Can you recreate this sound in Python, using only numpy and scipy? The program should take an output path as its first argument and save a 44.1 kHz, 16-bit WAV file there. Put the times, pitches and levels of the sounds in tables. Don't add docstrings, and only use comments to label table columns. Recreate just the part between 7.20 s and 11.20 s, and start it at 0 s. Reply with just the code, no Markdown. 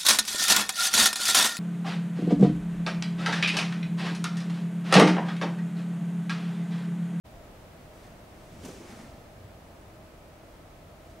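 import sys
import numpy as np
from scipy import signal
from scipy.fft import rfft, irfft, next_fast_len
from scipy.io import wavfile

SR = 44100
rng = np.random.default_rng(int(sys.argv[2]) if len(sys.argv) > 2 else 0)


def store_wav(level_fs):
    pcm = np.round(np.clip(np.atleast_2d(level_fs), -1, 1) * 32767)
    wavfile.write(sys.argv[1], SR, pcm.T.astype(np.int16))


N = 176400

# f/Hz, level/dB
WHINE_TONES = [(7876, -90), (14670, -93), (15625, -87)]
# f/Hz, level/dB
AIR_COLOUR = [(14, -27), (25, -0.5), (90, -3.5), (187, -5.5), (221, -8.5), (326, -10), (400, -11.5),
              (554, -10), (637, -9), (733, -13), (860, -14), (1280, -18.5), (1390, -19.5), (1510, -20),
              (2200, -22.5), (3200, -26.5), (4500, -30), (6120, -32), (15800, -39.5)]
# f/Hz, likeness (1 = the same)
AIR_ALIKE = [(40, 1), (125, 0.99), (250, 0.87), (600, 0.68), (1000, 0.19), (2000, 0.19), (4000, 0.095),
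             (8000, 0.17), (13000, 0.91)]
# f/Hz, width/Hz, level/dB
DUCT_RESONANCES = [(52.9, 5.4, -69.5), (88.7, 11.3, -65), (324, 3, -67.5), (589.2, 20, -66.5),
                   (633.3, 20, -65), (685, 11.6, -66), (784, 21, -71.5), (1284, 96, -74)]
# t/s, level/dB
HUM_SWELL = [(0, -1.5), (1.6, -2.5), (2.05, 4), (2.35, 0.5), (2.7, 0.5), (4, 3.5)]
# f/Hz, fade/s
ECHO_FADE = [(120, 0.63), (500, 0.82), (2000, 1), (6000, 0.96), (14000, .35)]
# f/Hz, likeness (1 = the same)
NEAR_ALIKE = [(100, 1), (400, 0.99), (1000, 0.91), (3000, 0.83), (8000, 0.82), (14000, 0.25)]
# peak t/s, rise/s, fall/s, level/dB
RUMBLES = [(1.77, 0.16, 0.17, -51)]
# f/Hz, level/dB
RUMBLE_COLOUR = [(80, -8), (160, -21), (240, 3), (320, -11.5), (420, -10.5), (900, -23), (3000, -56)]
# t/s, f/Hz, width/Hz, level/dB
KNOCKS = [(1.326, 182, 200, -44), (1.388, 84, 50, -44), (1.602, 337, 70, -49), (1.699, 210, 129, -44.5),
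          (1.792, 230, 80, -45.5), (1.93, 85, 50, -50), (2.244, 90.5, 35, -46.5)]
# peak t/s, rise/s, fall/s, level/dB
SWISHES = [(.775, 0.03, 0.039, -59.5), (.842, 0.034, 0.045, -58.5), (1.23, 0.11, 0.11, -65.5),
           (1.335, 0.015, .04, -62.5), (1.706, 0.078, 0.1, -52.5), (1.795, 0.055, 0.097, -57),
           (2.51, 0.039, 0.035, -70), (3.35, 0.043, 0.024, -66), (3.91, 0.1, 0.048, -63.5)]
# f/Hz, level/dB
SWISH_COLOUR = [(200, -36), (700, 11), (1300, 5.5), (2100, 6.5), (3000, 0.5), (4200, 0), (6000, -1.5),
                (9000, -3.5), (12000, -9.5), (15500, -31)]
# peak t/s, rise/s, fall/s, level/dB
SCUFFS = [(1.44, 0.024, 0.021, -47.5), (1.488, 0.018, 0.038, -50.5), (1.53, 0.21, 0.15, -52)]
# f/Hz, level/dB
SCUFF_COLOUR = [(120, 6), (200, 17.5), (320, 19), (400, 18.5), (500, 16.5), (680, 7), (900, 5), (2000, 2.5),
                (4000, 0), (6200, 0.5), (8500, -3), (11000, -8), (15500, -18)]
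# t/s, thud level/dB, thud f/Hz, slap level/dB
PATS = [(1.4487, -40.5, 160, -44), (1.483, -43.5, 327, -54.5)]
# f/Hz, level/dB
THUD_COLOUR = [(60, -10), (130, 4), (250, 4), (380, 2.5), (490, 0), (660, 3), (800, -7.5), (1000, -10),
               (1500, -20), (4000, -60)]
# f/Hz, level/dB
SLAP_COLOUR = [(300, -8), (1000, 4.5), (2000, 0), (3000, 3), (4300, -3), (6300, 3), (9000, -4), (12000, -7),
               (15500, -14)]


def amp(db):
    return 10 ** (np.asarray(db) / 20)


def unit(x):
    return x / np.sqrt(np.mean(x ** 2) + 1e-20)


def along(points, hz):
    freqs, values = np.transpose(points)
    return np.interp(np.log(hz + 1), np.log(freqs + 1), values)


def clock():
    return np.arange(N) / SR


def filtered(x, gain):
    size = next_fast_len(N + 8192)
    return irfft(rfft(x, size) * gain(np.fft.rfftfreq(size, 1 / SR)), size)[..., :N]


def white():
    return rng.standard_normal((2, N))


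def stereo(pair, gain, alike):
    def blend(hz):
        angle = np.arccos(np.clip(along(alike, hz), -1, 1)) / 2
        return gain(hz) * np.array([np.cos(angle), np.sin(angle)])
    mid, side = filtered(pair, blend)
    return unit(np.array([mid + side, mid - side]))


def coloured(pair, colour, alike=NEAR_ALIKE):
    return stereo(pair, lambda hz: amp(along(colour, hz)), alike)


def band(hz, centre, width):
    return 1 / (1 + (2 * (hz - centre) / width) ** 2)


def blow(start, rise_s, fade_s, hold_s=0):
    t = clock() - start
    attack = np.clip(t / rise_s + .5, 0, 1)
    fading_for = np.maximum(t - rise_s / 2 - hold_s, 0)
    return attack * np.exp(-np.log(1000) * fading_for / fade_s)


def strokes(rows):
    t = clock()
    power = np.zeros(N)
    for peak, rise, fall, db in rows:
        from_peak = np.where(t < peak, (peak - t) / rise, (t - peak) / fall)
        power += (amp(db) * np.exp(-from_peak ** 1.13)) ** 2
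    return np.sqrt(power)


def friction(colour, slips_per_s=1500, slip_share=0.21):
    slips = white() * (rng.random(N) < slips_per_s / SR)
    rub = np.sqrt(slip_share) * unit(slips) + np.sqrt(1 - slip_share) * white()
    return coloured(rub, colour)


def whine():
    return sum(np.sqrt(2) * amp(db) * np.sin(2 * np.pi * hz * clock()) for hz, db in WHINE_TONES)


def ventilation(air_db=-49, fall_db_per_s=0.3946):
    def ducts(hz):
        return sum(amp(db) / np.sqrt(width) * band(hz, pitch, width)
                   for pitch, width, db in DUCT_RESONANCES)
    hum = stereo(white(), ducts, alike=[(100, 0.99), (600, 0.95)])
    hum_level = np.sqrt(sum(amp(db) ** 2 for _, _, db in DUCT_RESONANCES))
    swell = amp(np.interp(clock(), *np.transpose(HUM_SWELL)))
    air = amp(air_db - fall_db_per_s * clock()) * coloured(white(), AIR_COLOUR, AIR_ALIKE)
    return air + hum_level * swell * hum


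def with_echo(x, echo_db, build_s=0.031):
    hz, t, spectrum = signal.stft(white(), SR, nperseg=256)
    fade = np.exp(-np.log(1000) * t / along(ECHO_FADE, hz)[:, None])
    tail = signal.istft(spectrum * fade, SR, nperseg=256)[1][:, :N]
    tail *= np.clip(clock() / build_s, 0, 1)
    tail = stereo(tail, np.ones_like, NEAR_ALIKE)[:, :SR]
    tail /= np.linalg.norm(tail[0])
    return x + amp(echo_db) * signal.fftconvolve(x, tail, axes=1)[:, :N]


def knocks():
    sound = strokes(RUMBLES) * coloured(white(), RUMBLE_COLOUR)
    for start, pitch, width, db in KNOCKS:
        body = stereo(white(), lambda hz: band(hz, pitch, width), NEAR_ALIKE)
        sound += amp(db) * blow(start, rise_s=0.0092, fade_s=0.2) * body
    return sound


def leg_swishes():
    return strokes(SWISHES) * friction(SWISH_COLOUR)


def foot_scuffs():
    return strokes(SCUFFS) * friction(SCUFF_COLOUR)


def foot_thuds(boost_db=2.5, lead_s=0.002):
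    sound = np.zeros((2, N))
    for start, db, pitch, _ in PATS:
        def colour(hz):
            return amp(along(THUD_COLOUR, hz) + boost_db * band(hz, pitch, width=0.76 * pitch))
        foam = stereo(white(), colour, NEAR_ALIKE)
        sound += amp(db) * blow(start - lead_s, rise_s=0.017, fade_s=0.089, hold_s=0.0096) * foam
    return sound


def foot_slaps():
    loudness = sum(amp(db) * blow(start, rise_s=0.0037, fade_s=0.13) for start, _, _, db in PATS)
    return loudness * friction(SLAP_COLOUR)


def scene():
    thuds = foot_thuds()
    bright = foot_slaps() + foot_scuffs() + leg_swishes()
    background = ventilation() + whine()
    dull = thuds + knocks()
    return background + with_echo(dull, echo_db=-6) + with_echo(bright, echo_db=-5.5)


def record(dry, start_s=0.046, fade_in_s=0.02, top_hz=15750):
    fade_in = np.clip((clock() - start_s) / fade_in_s + .5, 0, 1) ** 2
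    return filtered(dry * fade_in, lambda hz: hz < top_hz)


dry = scene()
out = record(dry)
store_wav(out)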